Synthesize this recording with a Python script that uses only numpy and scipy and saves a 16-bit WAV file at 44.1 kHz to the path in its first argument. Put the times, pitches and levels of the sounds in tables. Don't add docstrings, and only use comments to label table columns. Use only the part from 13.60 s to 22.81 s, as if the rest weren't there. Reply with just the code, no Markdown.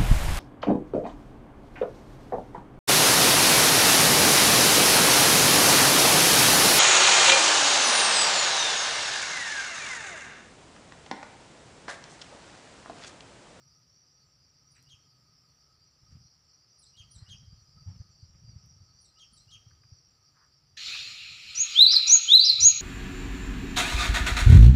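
import sys
import numpy as np
from scipy import signal
from scipy.io import wavfile
from scipy.ndimage import uniform_filter1d

SR = 44100
rng = np.random.default_rng(int(sys.argv[2]) if len(sys.argv) > 2 else 0)


def to_wav(s):
    ch = np.atleast_2d(s).T
    pcm = np.round(np.clip(ch, -1, 1) * 32767)
    wavfile.write(sys.argv[1], SR, pcm.astype(np.int16))


N = 406161
T = np.arange(N) / SR


def gain_of(db):
    return 10 ** (np.asarray(db) / 20)


def unit_rms(x):
    return x / np.sqrt(np.mean(x ** 2) + 1e-20)


def at_frequency(points, hz):
    point_hz, value = np.transpose(points)
    return np.interp(np.log(hz + 1), np.log(point_hz + 1), value)


def fader(curve):
    return gain_of(np.interp(T, *np.transpose(curve)))


def bell(middle_s, width_s):
    return np.exp(-((T - middle_s) / width_s) ** 2)


def add(mix, start_s, sound):
    part = mix[round(start_s * SR):][:len(sound)]
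    part += sound[:len(part)]


def bandpass(x, band_hz, order=2):
    return signal.sosfilt(signal.butter(order, band_hz, "band", fs=SR, output="sos"), x)


def drift(t, rate_hz):
    speed_hz, offset = rate_hz * rng.uniform(0.18, 1, (2, 16, 1))
    return np.sin(2 * np.pi * (speed_hz * t + rng.random(offset.shape))).sum(0) / np.sqrt(8)


def noise(spectrum, patchy_db):
    frames, hz = N // 512 + 5, np.fft.rfftfreq(2048, 1 / SR)
    real, imag, patches = rng.standard_normal((frames, len(hz), 3)).T
    patches = uniform_filter1d(patches, size=18, axis=0)
    patches = unit_rms(uniform_filter1d(patches, size=5, axis=1))
    bins = (real + 1j * imag) * gain_of(at_frequency(spectrum, hz)[:, None] + patchy_db * patches)
    return unit_rms(signal.istft(bins, nperseg=2048, noverlap=1536)[1][:N])


def sing(shape, notes, harmonics_db, waver, brighten, rasp=0):
    out = np.zeros(N)
    time_s, pitch_hz, shape_db = np.transpose(shape)
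    for start_s, db, stretch in notes:
        t = np.arange(0, time_s[-1] * stretch, 1 / SR)
        tremble = (waver + rasp * (t / t[-1]) ** 3) * drift(t, 500)
        hz = uniform_filter1d(np.interp(t / stretch, time_s, pitch_hz), size=130) * (1 + tremble)
        phase = 2 * np.pi * np.cumsum(hz) / SR
        effort = gain_of(np.interp(t / stretch, time_s, shape_db))
        harmonics = [gain_of(harmonic_db) * np.sin(k * phase) / (1 + (k * hz / 13000) ** 24)
                     for k, harmonic_db in enumerate(harmonics_db, 1)]
        wave = harmonics[0] + effort ** brighten * sum(harmonics[1:])
        add(out, start_s, np.sqrt(2) * gain_of(db) * effort * wave * signal.windows.tukey(len(t), .05))
    return out


# frequency_hz, t60_s
GROVE_DECAY = [(1000, 0.26), (4000, 0.94), (7000, 0.55), (14000, 0.77)]

def grove(x, early_db, early_t60_s, late_db):
    t = np.arange(SR) / SR
    taps = rng.standard_normal((2, SR)) * (rng.random((2, SR)) < 3000 / SR) * (t > .008)
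    early = taps[0] * gain_of(-60 * t / early_t60_s)
    hz, time_s, bins = signal.stft(taps[1], SR, nperseg=256)
    decay = gain_of(-60 * time_s / at_frequency(GROVE_DECAY, hz)[:, None])
    late = signal.istft(bins * decay, SR, nperseg=256)[1][:SR]
    early *= gain_of(early_db) / np.linalg.norm(early)
    late *= gain_of(late_db) / np.linalg.norm(late)
    return signal.fftconvolve(x, early + late)[:N]


# frequency_hz, relative_db
AIR_SPECTRUM = [(25, -26), (65, 12), (140, 13.5), (200, 0), (330, -1.5), (700, -5.5), (1100, -6.5),
                (2000, -8.5), (4000, -12.5), (6600, -33), (8500, -25.5), (11000, -21.5), (13500, -30.5),
                (15200, -22.5)]
DRONE_SPECTRUM = [(100, -32.5), (135, 11), (155, -2.5), (190, -23.5), (270, -7.5), (310, -45)]
HUM_SPECTRUM = [(950, -37.5), (1170, -13), (1265, 0.5), (1370, -18), (1700, -34)]
# time_s, level_db
DRONE_FADER = [(0, -71), (.7, -80), (1.15, -68.5), (1.9, -71), (2.4, -93)]

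def plantation_air():
    air = gain_of(-71) * noise(AIR_SPECTRUM, patchy_db=-0.4)
    drone = fader(DRONE_FADER) * noise(DRONE_SPECTRUM, patchy_db=-1)
    hum = gain_of(-81 + 2.3 * drift(T, 2.2)) * noise(HUM_SPECTRUM, patchy_db=-2)
    return air + drone + hum


# frequency_hz, relative_db
INSECT_SPECTRUM = [(3700, -36), (4050, -25), (4400, -9.5), (4770, -0.5), (5150, -6.5), (5480, -2.5),
                   (5760, 1), (6050, -13.5), (6400, -29.5), (6850, -30.5), (7300, -18.5), (7650, -23.5),
                   (8000, -53.5)]
# time_s, level_db
INSECT_FADER = [(0.0, -64.5), (1.4, -66), (3.62, -63.5), (6.03, -64.5), (7.1, -67)]

def insects():
    flicker = gain_of(.5 * drift(T, 17))
    return flicker * fader(INSECT_FADER) * noise(INSECT_SPECTRUM, patchy_db=3.8)


# time_s, pitch_hz, relative_db
TSEE_SHAPE = [(0, 3950, -19), (.024, 4700, 2.5), (0.04, 5450, -5), (.044, 4100, -18), (.052, 4280, -3),
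              (.072, 3760, 3), (.085, 3900, -21)]
TSEE_END_SHAPE = [(0, 3890, -14), (.013, 4204, 3), (.033, 4140, -2.5)]
CHUP_SHAPE = [(0, 2770, -19), (.027, 3016, -12), (.032, 4490, -9), (.04, 3228, -5.5), (.061, 3212, 2),
              (.074, 2964, -5.5), (.093, 2450, -17.5)]
PIP_SHAPE = [(0, 1260, -11), (.018, 1285, 4), (.042, 1260, -12)]
# start_s, tsee_level_db, chup_level_db
FAR_BIRD_CALLS = [(1.095, -74, -56.5), (3.171, -64.5, -53.5), (3.493, -61.5, -49.5), (5.392, -68.5, -55),
                  (5.712, -65.5, -52)]
# start_s, level_db, stretch_ratio
FAR_PIPS = [(2.095, -72, 1.05), (4.166, -68.5, 0.88), (5.56, -70.5, 1.4)]

def far_birds(chup_after_s=.168):
    tsees = [(s, db, 1) for s, db, _ in FAR_BIRD_CALLS]
    ends = [(s + TSEE_SHAPE[-1][0], db, 1) for s, db, _ in FAR_BIRD_CALLS]
    chups = [(s + chup_after_s, db, 1) for s, _, db in FAR_BIRD_CALLS]
    calls = sing(TSEE_SHAPE, tsees, harmonics_db=[-4, 0], waver=0.019, brighten=0.87)
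    calls += sing(TSEE_END_SHAPE, ends, harmonics_db=[0, -16], waver=0.017, brighten=0.6)
    calls += sing(CHUP_SHAPE, chups, [-0.5, -8.5, -25.5, -31], waver=.008, brighten=0.46, rasp=0.06)
    calls += sing(PIP_SHAPE, FAR_PIPS, harmonics_db=[0], waver=0.015, brighten=1)
    return calls + grove(calls, early_db=-5.5, early_t60_s=0.24, late_db=-14.5)


# start_s, level_db, centre_hz, length_s
FROND_RUSTLES = [(1.134, -71.5, 1990, 0.08), (3.549, -76, 1500, 0.23), (6.105, -68.5, 1500, 0.013),
                 (6.233, -68, 1610, 0.01), (6.721, -72.5, 1300, 0.18), (7.342, -54.5, 1300, 0.023),
                 (8.327, -45.5, 1455, 0.021), (8.354, -55, 1500, 0.06), (8.47, -56, 994, 0.063),
                 (8.547, -46, 1150, 0.02)]
# start_s, level_db
TWIG_SNAPS = [(1.226, -56), (5.06, -63), (6.864, -70), (8.361, -32)]

def fronds(ticks_per_s=2.5, snap_t60_s=0.0086):
    ticks = gain_of(-49) * rng.uniform(-1, 1, N) * (rng.random(N) < ticks_per_s / SR)
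    out = bandpass(ticks, band_hz=(1000, 4000))
    for start_s, db, centre_hz, length_s in FROND_RUSTLES:
        count = int(length_s * SR)
        grains = rng.standard_normal(count) * (rng.random(count) < .1) * signal.windows.tukey(count, .7)
        scrape = bandpass(grains, (centre_hz * 0.71, centre_hz * 1.37), order=3)
        add(out, start_s, gain_of(db) * unit_rms(scrape))
    t = np.arange(0, .02, 1 / SR)
    for start_s, db in TWIG_SNAPS:
        add(out, start_s, gain_of(db - 60 * t / snap_t60_s) * rng.standard_normal(len(t)))
    return out + grove(out, early_db=-9, early_t60_s=0.064, late_db=-10.5)


# frequency_hz, relative_db
GRIP_SPECTRUM = [(20, -51), (40, -23), (62, -1), (100, 4.5), (150, -4), (220, -17.5), (350, -34),
                 (900, -35), (3000, -42.5), (9000, -68.5)]
# middle_s, level_db, half_length_s
GRIP_SHIFTS = [(2.543, -55, 0.1), (3.68, -56, 0.28), (4.319, -50.5, 0.13), (4.923, -56, 0.33),
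               (5.943, -64, 0.58), (7.658, -63.5, 0.52), (9.096, -53.5, 0.19)]
# start_s, level_db
CAMERA_BUMPS = [(1.335, -53), (2.485, -51), (3.397, -47), (3.618, -42.5), (3.707, -43.5), (4.258, -38.5),
                (4.27, -37.5), (4.398, -38), (4.624, -41), (4.956, -39.5), (6.317, -42.5), (9.031, -37.5)]

def handling(bump_hz=97, bump_rise_s=0.0092):
    shifting = sum(gain_of(db) * bell(middle_s, width_s) for middle_s, db, width_s in GRIP_SHIFTS)
    out = shifting * gain_of(3.64 * drift(T, 22)) * noise(GRIP_SPECTRUM, patchy_db=2.5)
    t = np.arange(0, .06, 1 / SR)
    rise = t / bump_rise_s
    bump = (rise * np.exp(1 - rise)) ** 3 * np.sin(2 * np.pi * bump_hz * t)
    for start_s, db in CAMERA_BUMPS:
        add(out, start_s, gain_of(db) * bump)
    return out


# frequency_hz, relative_db
HISS_SPECTRUM = [(250, -27), (700, -32), (1080, -32), (1270, -11.5), (1600, -24.5), (2000, -16.5),
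                 (2480, -0.5), (3150, -8), (3700, -7), (4170, 1), (4600, -8.5), (5600, -12), (6350, -25),
                 (6800, -14), (7500, -17.5), (8050, -31), (9400, -36.5), (11100, -32), (12100, -39),
                 (13900, -53.5), (15200, -38.5)]
WASH_SPECTRUM = [(1000, -37.5), (1800, -8), (2800, -13.5), (3500, -3), (4200, 5.5), (4700, -6), (5700, -12),
                 (6300, -14), (7200, -15), (8500, -36.5), (11200, -36), (15000, -42)]
# time_s, level_db
HISS_FADER = [(7.17, -45), (7.3, -36.5), (7.65, -45), (7.85, -45.5), (8.14, -35), (9.21, -40.5)]

def speaker_hiss(on_s=7.168, dip_db=-5, wash_peak_s=7.26, rise_db_per_s=84, fall_db_per_s=45.5):
    switch = np.clip((T - on_s) / 0.0043, 0, 1)
    dips = gain_of(dip_db * sum(bell(s + 0.14, width_s=0.12) for s, _, _ in LOW_NOTES))
    hiss = fader(HISS_FADER) * dips * noise(HISS_SPECTRUM, patchy_db=2.5)
    wash_db = -36 - np.maximum(rise_db_per_s * (wash_peak_s - T), fall_db_per_s * (T - wash_peak_s))
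    wash = gain_of(wash_db) * noise(WASH_SPECTRUM, patchy_db=4)
    return switch * (hiss + wash)


# frequency_hz, gain_db
CONE_RESPONSE = [(3000, -10.5), (3480, -12), (3615, -2), (3720, -9), (3950, 5), (4160, 4.5), (4420, -10),
                 (5000, -9), (5750, -16), (5950, -6), (6250, -12), (6700, 0.5), (7150, -10)]

def through_cone(contour, attack_s, release_s, edge_db=-16, sag_db_per_s=27.5):
    time_s, pitch_hz = np.transpose(contour)
    t = np.arange(0, time_s[-1], 1 / SR)
    hz = np.interp(t, time_s, pitch_hz)
    edges = np.maximum(1 - t / attack_s, 0) + np.maximum(1 - (time_s[-1] - t) / release_s, 0)
    shape_db = at_frequency(CONE_RESPONSE, hz) + edge_db * edges - sag_db_per_s * t
    return np.transpose([t, hz, shape_db])


# time_s, pitch_hz
LOW_GLIDE = [(0, 2974), (.06, 3847), (.088, 4180), (.106, 3638), (.115, 3816), (.123, 4460), (.16, 4685),
             (.168, 5050), (.175, 5840), (.184, 5260), (.204, 4740), (.225, 3888)]
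HIGH_GLIDE = [(0, 4390), (.01, 5790), (.026, 5790), (.052, 6490), (.07, 6760), (.086, 6645), (.101, 6250)]
SECOND_GLIDE = [(0, 6450), (.009, 6880), (.02, 7150), (.04, 7126)]
# start_s, level_db, stretch_ratio
LOW_NOTES = [(8.149, -6.5, 1.0), (8.675, -6.5, 1.035)]
HIGH_NOTES = [(7.95, -19, 0.94), (8.470, -7, 0.97), (9.002, -6, 0.94)]
# delay_s, gain_db
NEAR_ECHOES = [(.00442, -8), (0.0122, -18.5), (.031, -17), (0.044, -25)]

def decoy_song(harmonics_db=(0, -38.5, -42), second_lead_s=.0035, second_db=-14.5):
    low_shape = through_cone(LOW_GLIDE, attack_s=0.026, release_s=0.0063)
    high_shape = through_cone(HIGH_GLIDE, attack_s=.012, release_s=0.012)
    second_shape = through_cone(SECOND_GLIDE, attack_s=0.013, release_s=.03)
    second_notes = [(s - second_lead_s, db + second_db, stretch) for s, db, stretch in HIGH_NOTES]
    low = sing(low_shape, LOW_NOTES, harmonics_db, waver=0.0027, brighten=.15)
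    high = sing(high_shape, HIGH_NOTES, harmonics_db, waver=0.0038, brighten=.55)
    second = sing(second_shape, second_notes, harmonics_db=[0], waver=0.022, brighten=1)
    drive = gain_of(-45.5) * low + gain_of(-34) * high
    fizz = bandpass(drive * rng.standard_normal(N), band_hz=(7000, 11500))
    direct = low + high + second + fizz
    out = direct + grove(direct, early_db=-7.5, early_t60_s=0.082, late_db=-11.5)
    for delay_s, db in NEAR_ECHOES:
        add(out, delay_s, gain_of(db) * direct)
    return out


def scene():
    background = plantation_air() + insects() + far_birds() + fronds()
    return (background + handling() + speaker_hiss() + decoy_song())[None]


def record(dry, limit_db=-8, recover_db_per_s=130, overload=0.15, cutoff_hz=15550):
    power_db = 10 * np.log10(abs(uniform_filter1d(dry[0] ** 2, size=60)) + 1e-12)
    recovery_db = T * recover_db_per_s
    held_db = np.maximum.accumulate(power_db + recovery_db) - recovery_db
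    over_db = np.maximum(held_db - limit_db, 0)
    ducked = dry / gain_of(0.88 * uniform_filter1d(over_db, size=100))
    bent = ducked * (1 - overload * ducked ** 2)
    lowpass = signal.firwin(511, cutoff_hz, window=("kaiser", 9), fs=SR)
    return signal.oaconvolve(bent, lowpass[None], "same")


dry = scene()
out = record(dry)
to_wav(out)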